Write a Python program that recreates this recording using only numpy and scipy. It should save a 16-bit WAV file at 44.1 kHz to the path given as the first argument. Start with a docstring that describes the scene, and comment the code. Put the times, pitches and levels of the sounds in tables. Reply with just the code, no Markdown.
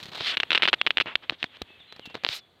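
"""Rubbing a phone in a meadow

Something, probably a finger, rubs a hand-held phone right beside its microphone. It slides with a hiss, then
sticks and slips in a run of sharp snaps, each followed by a short scrape. Softer touches bump the case. Behind
it are faint open air and small birds whistling far away."""
import sys
import numpy as np
from scipy import signal
from scipy.fft import rfft, irfft
from scipy.io import wavfile

SR = 44100
rng = np.random.default_rng(int(sys.argv[2]) if len(sys.argv) > 2 else 0)


def int16_out(signal):
    """Quantize to a 16-bit WAV file."""
    q = np.round(np.clip(np.atleast_2d(signal).T, -1, 1) * 32767)
    wavfile.write(sys.argv[1], SR, q.astype(np.int16))


N = 114660


def undb(db):
    """Turn decibels into a number to multiply a sound by."""
    return 10 ** (np.asarray(db) / 20)


def unit(x):
    """Scale a sound to an average (rms) level of 1."""
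    return x / np.sqrt(np.mean(x ** 2))


def die_away(elapsed, span):
    """A fade that falls by 60 dB over each span."""
    return np.exp(-np.log(1000) * elapsed / span)


def colour(x, tone, ratio=1, tilt=0, tilt_from_hz=600):
    """Shape a sound by a tone table; ratio shifts its pitch, tilt adds treble in dB per octave."""
    freqs = np.maximum(np.fft.rfftfreq(len(x), 1 / SR), 1)
    hz, db = np.array(tone).T
    tone_db = np.interp(np.log(freqs / ratio), np.log(hz), db)
    tilt_db = tilt * np.log2(np.hypot(1, freqs / tilt_from_hz))
    return irfft(rfft(x) * undb(tone_db + tilt_db), len(x))


def noise(tone, ratio=1, tilt=0, size=16384):
    """Noise with the given tone and an average level of 1."""
    return unit(colour(rng.standard_normal(size), tone, ratio, tilt))


def wander(rate, size):
    """Drift around zero, reaching a new random value rate times a second."""
    steps = np.arange(size) / SR * rate
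    return np.interp(steps, np.arange(size), rng.standard_normal(size))


def level_curve(points, outside=None):
    """Join (time [s], level [dB]) points with straight lines across the scene."""
    return np.interp(np.arange(N) / SR, *np.array(points).T, left=outside, right=outside)


def add(out, start, x):
    """Mix a sound in at a start time in seconds."""
    offset = int(round(start * SR))
    first, last = max(offset, 0), min(offset + len(x), N)
    if last > first:
        out[first:last] += x[first - offset:last - offset]


def add_click(out, at, db, tone, ratio=1, tilt=0, size=2048):
    """Mix in one pulse of air pressure that peaks at the given time."""
    pulse = colour(signal.unit_impulse(size, "mid"), tone, ratio, tilt)
    add(out, at - size / 2 / SR, undb(db) * pulse / np.abs(pulse).max())


def drag(x, length, sag_db, attack_s=0.00022, release_s=0.005):
    """Shape noise into a rub that starts at once, weakens and stops when the skin sticks again."""
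    t = np.arange(len(x)) / SR
    attack = 1 - np.exp(-(t / attack_s) ** 2)
    release = np.clip((length - t) / release_s + 0.5, 0, 1)
    sag = undb(sag_db * (0.5 - np.minimum(t / length, 2)))
    return x * attack * release * sag


def meadow():
    """Faint open air that wavers and eases towards the end."""
    # Tone of the air: (frequency [Hz], level [dB])
    air_tone = [(20, -42), (45, -7), (85, 3.5), (150, 1), (450, 0), (900, -4), (2000, -10), (2800, -11.5),
                (3500, -5), (4200, -7), (5200, -26), (7000, -26), (10000, -27.5), (12000, -26.5),
                (16000, -35)]
    # Loudness of the air: (time [s], level [dB])
    air_levels = [(0, -52), (.6, -54.5), (1.2, -59.5), (2.1, -59), (2.45, -63), (2.6, -62.5)]
    return noise(air_tone, size=N) * undb(level_curve(air_levels) + wander(7.45, N))


def bird_chorus():
    """The farthest birds blur into a high, fluttering hiss."""
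    # Tone of the blurred calls: (frequency [Hz], level [dB])
    chorus_tone = [(30, -76), (2000, -5), (2900, -2.5), (3450, 0.5), (4100, -15), (5000, -35), (16000, -59)]
    # Their loudness: (time [s], level [dB])
    chorus_levels = [(0, -62), (.5, -53.5), (.9, -58.5), (1.2, -62.5), (1.7, -57.5), (2.2, -56.5),
                     (2.6, -78.5)]
    return noise(chorus_tone, size=N) * undb(level_curve(chorus_levels) + 2 * wander(28, N))


def touches():
    """Each soft touch on the case makes a dull knock and a grainy scuff."""
    # Touches: (time [s], knock peak [dB], tilt [dB per octave], scuff level [dB], scuff length [s])
    bumps = [ (.001, -36, 3, -45.5, 0.029), (0.029, -25, 4, -45.5, 0.03), (.056, -33, 3, -46, 0.028),
             (0.085, -31, 2, -48, 0.022), (0.117, -42, 0, -46.5, 0.073), (0.1472, -25, 1.5, -39.5, 0.027),
             (0.175, -21, 0.5, -38.5, 0.024), (0.2059, -18, -1, -36.5, 0.012),
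             (0.2183, -38, -8.5, -44, 0.015), (0.784, -49, 3, -65, .003), (0.853, -33, -6, -62, .003),
             (1.0596, -18, -6, -46, 0.012), (1.3071, -17.5, -2.5, -50, 0.0058),
             (1.321, -31, -4.5, -43, 0.014), (1.4422, -10, -1.5, -35.5, 0.0064),
             (1.57, -30, -0.5, -57, 0.0052), (1.6173, -26.5, -8, -40, 0.0046),
             (1.619, -13, 3, -34.5, 0.0053), (1.702, -51, -12, -52, 0.0082),
             (1.803, -42, -3.5, -57, 0.0065), (1.925, -22, 0.5, -46, 0.0069), (1.963, -31, 0, -52, .012),
             (1.9955, -23.5, 0, -53, .004), (2.056, -33, 3, -46.5, 0.021), (2.099, -38, -2, -47.5, 0.017),
             (2.144, -24, -1.5, -41, 0.011), (2.1532, -12, -3, -45, 0.03), (2.2358, -31, -1, -38, 0.011),
             (2.2485, -12.5, -0.5, -47.5, 0.02)]
    # Tone of the touched case: (frequency [Hz], level [dB])
    case_tone = [(30, -35), (100, -4), (250, 1.5), (600, 2), (1200, 0.5), (2500, -1), (4100, 3),
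                 (5200, -12), (7000, -21), (10000, -30), (13000, -30), (16000, -41)]
    rough_db, grain_hz = 4, 599
    out = np.zeros(N)
    for at, knock_db, tilt, scuff_db, length in bumps:
        add_click(out, at, knock_db, case_tone, tilt=tilt)
        scuff = noise(case_tone, tilt=tilt)
        grain = undb(rough_db * wander(grain_hz, len(scuff)))
        add(out, at, undb(scuff_db) * drag(unit(scuff * grain), length, sag_db=15))
    return out


def thuds():
    """As the grip changes, the case gives low thuds that die within four vibrations."""
    # Thuds of the case: (time [s], pitch [Hz], level [dB])
    grip_changes = [(0.027, 190, -34), (0.054, 180, -34), (.086, 175, -32.5), (0.2062, 130, -30.5),
                    (0.871, 129, -40), (1.003, 131, -32), (1.159, 120.4, -51), (1.305, 137, -37),
                    (1.3233, 283, -26), (1.617, 440, -22), (1.619, 147, -30.5), (1.619, 90, -31),
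                    (1.9949, 460, -28.5), (2.074, 232, -29.5), (2.290, 127, -32)]
    out = np.zeros(N)
    for at, hz, db in grip_changes:
        cycles = hz * np.arange(SR // 10) / SR
        phase = 2 * np.pi * cycles
        onset = 1 - np.exp(-phase)
        add(out, at, undb(db) * onset * np.sin(phase) * die_away(cycles, 4))
    return out


def slides():
    """Smooth sliding makes a grainy hiss that swells, mostly eases off, and stops short."""
    # Strokes: (start [s], swell [s], fade [s], level after the swell [dB], fall by the end [dB],
    # pitch [ratio], tilt [dB per octave])
    strokes = [(.13, 0.088, .03, -34, 8, 0.97, -1), (.215, 0.059, 0.056, -24.5, 5.5, 0.94, 0),
               (.28, 0.04, 0.037, -29.5, -0.5, 0.78, -1), (0.386, .04, 0.075, -45.5, 28, .85, -3.5),
               (.52, .04, 0.019, -28, 4, 0.78, -2), (.585, 0.014, 0.026, -35.5, 10.5, 0.8, -6.5),
               (1.054, .018, 0.075, -31, 15.5, 0.76, -6), (1.214, 0.024, 0.023, -43, 10, 0.9, -7.5),
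               (1.306, 0.026, 0.028, -42.5, 11, 0.87, -4), (1.375, 0.028, 0.07, -49, 5, 0.92, -0.5),
               (1.50, .06, .02, -47.5, 11, 0.85, -4), (2.265, 0.064, 0.077, -30.5, 17, 1.076, -2)]
    # Tone of the sliding: (frequency [Hz], level [dB])
    slide_tone = [(30, -51), (150, -25.5), (500, -16.5), (1000, -14), (1800, -5.5), (2700, -3.5), (3700, 3),
                  (4500, -2.5), (5500, -12.5), (7500, -27.5), (10000, -32), (16000, -46)]
    rise_db, edge_s, rough_db, grain_hz = 15, 0.012, 1.5, 669.4
    out = np.zeros(N)
    for start, swell, fade, db, fall_db, ratio, tilt in strokes:
        hiss = noise(slide_tone, ratio, tilt)
        t = np.arange(len(hiss)) / SR
        swell_db = np.interp(t, [0, swell, swell + fade], [-rise_db, 0, -fall_db])
        contact = np.clip(np.minimum(t, swell + fade - t) / edge_s, 0, 1)
        grain_db = rough_db * wander(grain_hz, len(hiss))
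        add(out, start, hiss * contact * undb(db + swell_db + grain_db))
    return out


def air_pocket(start_hz=1677, end_hz=252, glide_s=0.00152, ring_s=0.013):
    """A closing pocket of air rings with falling pitch, tuned a little differently each time."""
    t = np.arange(SR // 20) / SR
    hz = end_hz + (start_hz - end_hz) * np.exp(-t / glide_s)
    detune = np.exp(0.15 * rng.standard_normal())
    phase = 2 * np.pi * np.cumsum(hz) / SR * detune
    onset = 1 - np.exp(-phase ** 2 / 10)
    return onset * np.cos(phase) * die_away(t, ring_s)


def slips():
    """Stuck skin lets go with a snap, a short scrape and a hollow ring."""
    # Slips: (time [s], snap peak [dB], snap pitch [ratio], scrape level [dB], scrape length [s],
    # ring level [dB])
    releases = [ (0.208, -13, 1.18, -36, 0.0033, -24.5), (.3713, -2.5, 1.05, -24, 0.0094, -27),
                (0.4016, -4, 0.91, -22.5, 0.0079, -54.5), (0.4332, -5.5, 0.94, -19, 0.0027, -16),
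                (0.506, -3, 0.98, -21.5, 0.0061, -44), (0.518, -1, 1.02, -30.5, 0.018, -18),
                (0.5303, -5, 1, -21, .007, -34), (0.5494, 0, 1.03, -30, 0.012, -14.5),
                (.5528, -10, 0.93, -20, 0.01, -25), (0.5772, -0.5, 0.99, -24, 0.0077, -27),
                (0.623, 0.5, 1.04, -26.5, 0.014, -32), (.6318, -0.5, .92, -20.5, .005, -14.5),
                (.6356, -2, 1.1, -27.5, 0.031, -17), (0.6547, -1, .96, -37, 0.014, -22),
                (0.6769, -3, 1.02, -23, 0.0066, -14), (0.6847, -4.5, 0.78, -23, 0.013, -16.5),
                (0.6862, -16, 1.35, -27, 0.015, -21), (.7305, -2, 0.9, -27.5, 0.0044, -18),
                (0.7312, -4, 1.12, -20, 0.0063, -11.5), (.7390, -0.5, 0.79, -23, 0.0093, -19),
                (.8146, 0, 0.95, -23, 0.0044, -41), (0.8658, 0, 1.033, -27.5, 0.011, -43),
                (0.8723, -1, 0.87, -32, 0.01, -23), (0.9067, 0, .97, -29, 0.0082, -34),
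                (.9723, 0.5, 1, -30, 0.011, -40), (0.9829, -3, 0.94, -29, 0.0053, -20.5),
                (1.0017, -1.5, 0.94, -24.5, .010, -47), (1.0108, -4.5, 0.88, -27, .014, -16.5),
                (1.1557, 1, 1.03, -22.5, .005, -39), (1.297, -2.5, 1.02, -23.5, 0.004, -43),
                (1.4292, -5.5, 1.036, -24, 0.0038, -32), (1.4417, -13.5, 0.67, -41, 0.0052, -32),
                (2.2486, 0, 1.176, -25, 0.0021, -24), (2.2655, -9, 1.13, -34.5, 0.0056, -21.5),
                (2.2893, -4.5, 1.235, -42, 0.008, -30)]
    # Tone of a snap: (frequency [Hz], level [dB])
    snap_tone = [(30, -22), (100, -30), (300, -15), (600, -11), (1000, -12.5), (1600, -5), (2750, 1),
                 (3600, -2), (4400, -14.5), (5200, -27), (6500, -45), (10000, -44), (16000, -61)]
    # Tone of a scrape: (frequency [Hz], level [dB])
    scrape_tone = [(30, -57), (150, -13.5), (400, -12), (800, -24), (1300, -7.5), (2000, -10.5),
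                   (2900, 3.5), (4000, -6.5), (5000, -18), (7000, -36.5), (10000, -38.5), (12000, -46),
                   (16000, -53)]
    out = np.zeros(N)
    for at, snap_db, ratio, scrape_db, length, ring_db in releases:
        add_click(out, at, snap_db, snap_tone, ratio)
        add(out, at, undb(scrape_db) * drag(noise(scrape_tone), length, sag_db=10))
        add(out, at, undb(ring_db) * air_pocket())
    return out


def birds(glide_s=0.02, waver_depth=0.0071):
    """Distant birds whistle short notes that slide onto a held pitch."""
    # Bird notes: (start [s], length [s], first pitch [Hz], held pitch [Hz], level [dB])
    notes = [ (.780, .05, 3800, 3220, -47), (1.451, 0.027, 3900, 2860, -51.5),
             (1.655, .135, 2590, 2610, -54), (1.793, 0.038, 3800, 3330, -50.5),
             (1.867, 0.08, 4150, 4000, -53), (2.013, 0.077, 3300, 2704, -46),
             (2.067, 0.06, 2786, 2727, -52), (2.386, 0.07, 3800, 3396, -60.5)]
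    t = np.arange(SR // 2) / SR
    out = np.zeros(N)
    for start, length, first_hz, held_hz, db in notes:
        hz = held_hz + (first_hz - held_hz) * np.exp(-(t / glide_s) ** 1.67)
        hz *= 1 + waver_depth * wander(180, len(t))
        whistle = np.sqrt(2) * np.sin(2 * np.pi * np.cumsum(hz) / SR)
        swell = np.sin(np.pi * np.minimum(t / length, 1))
        add(out, start, undb(db) * swell * whistle)
    return out


def among_trees(calls, echo_s=0.45, echo_db=-2):
    """Trees scatter the calls, adding a soft echo to them."""
    reflections = rng.standard_normal(N) * die_away(np.arange(N) / SR, echo_s)
    echo = signal.fftconvolve(calls, reflections / np.linalg.norm(reflections))[:N]
    return calls + undb(echo_db) * echo


def skim():
    """The last stroke skims off the microphone opening with a thin hiss."""
    # Tone of the hiss: (frequency [Hz], level [dB])
    skim_tone = [(30, -57), (3000, -20), (5500, 3.5), (8000, -0.5), (10000, -3.5), (13000, -4),
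                 (16000, -12)]
    # Its loudness: (time [s], level [dB])
    skim_levels = [(2.28, -61), (2.32, -54), (2.355, -43.5), (2.385, -53.5), (2.401, -82)]
    return noise(skim_tone, size=N) * undb(level_curve(skim_levels, outside=-np.inf))


def scene():
    """The rubbing in front, air and birds behind, in one channel."""
    rubbing = touches() + thuds() + slides() + slips() + skim()
    background = meadow() + bird_chorus() + among_trees(birds())
    return (rubbing + background)[None]


def record(dry, bass_hz=48, dip_hz=10100, top_hz=15800):
    """The small microphone loses deep bass and has a dip in the treble; the recorder cuts the top."""
    thinned = signal.sosfilt(signal.butter(2, bass_hz, "high", fs=SR, output="sos"), dry)
    notched = signal.lfilter(*signal.iirnotch(dip_hz, Q=11, fs=SR), thinned)
    dipped = 0.53 * notched + 0.34 * thinned  # blending keeps the dip shallow
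    return signal.sosfilt(signal.ellip(10, 0.2, 80, top_hz, fs=SR, output="sos"), dipped)


dry = scene()
out = record(dry)
int16_out(out)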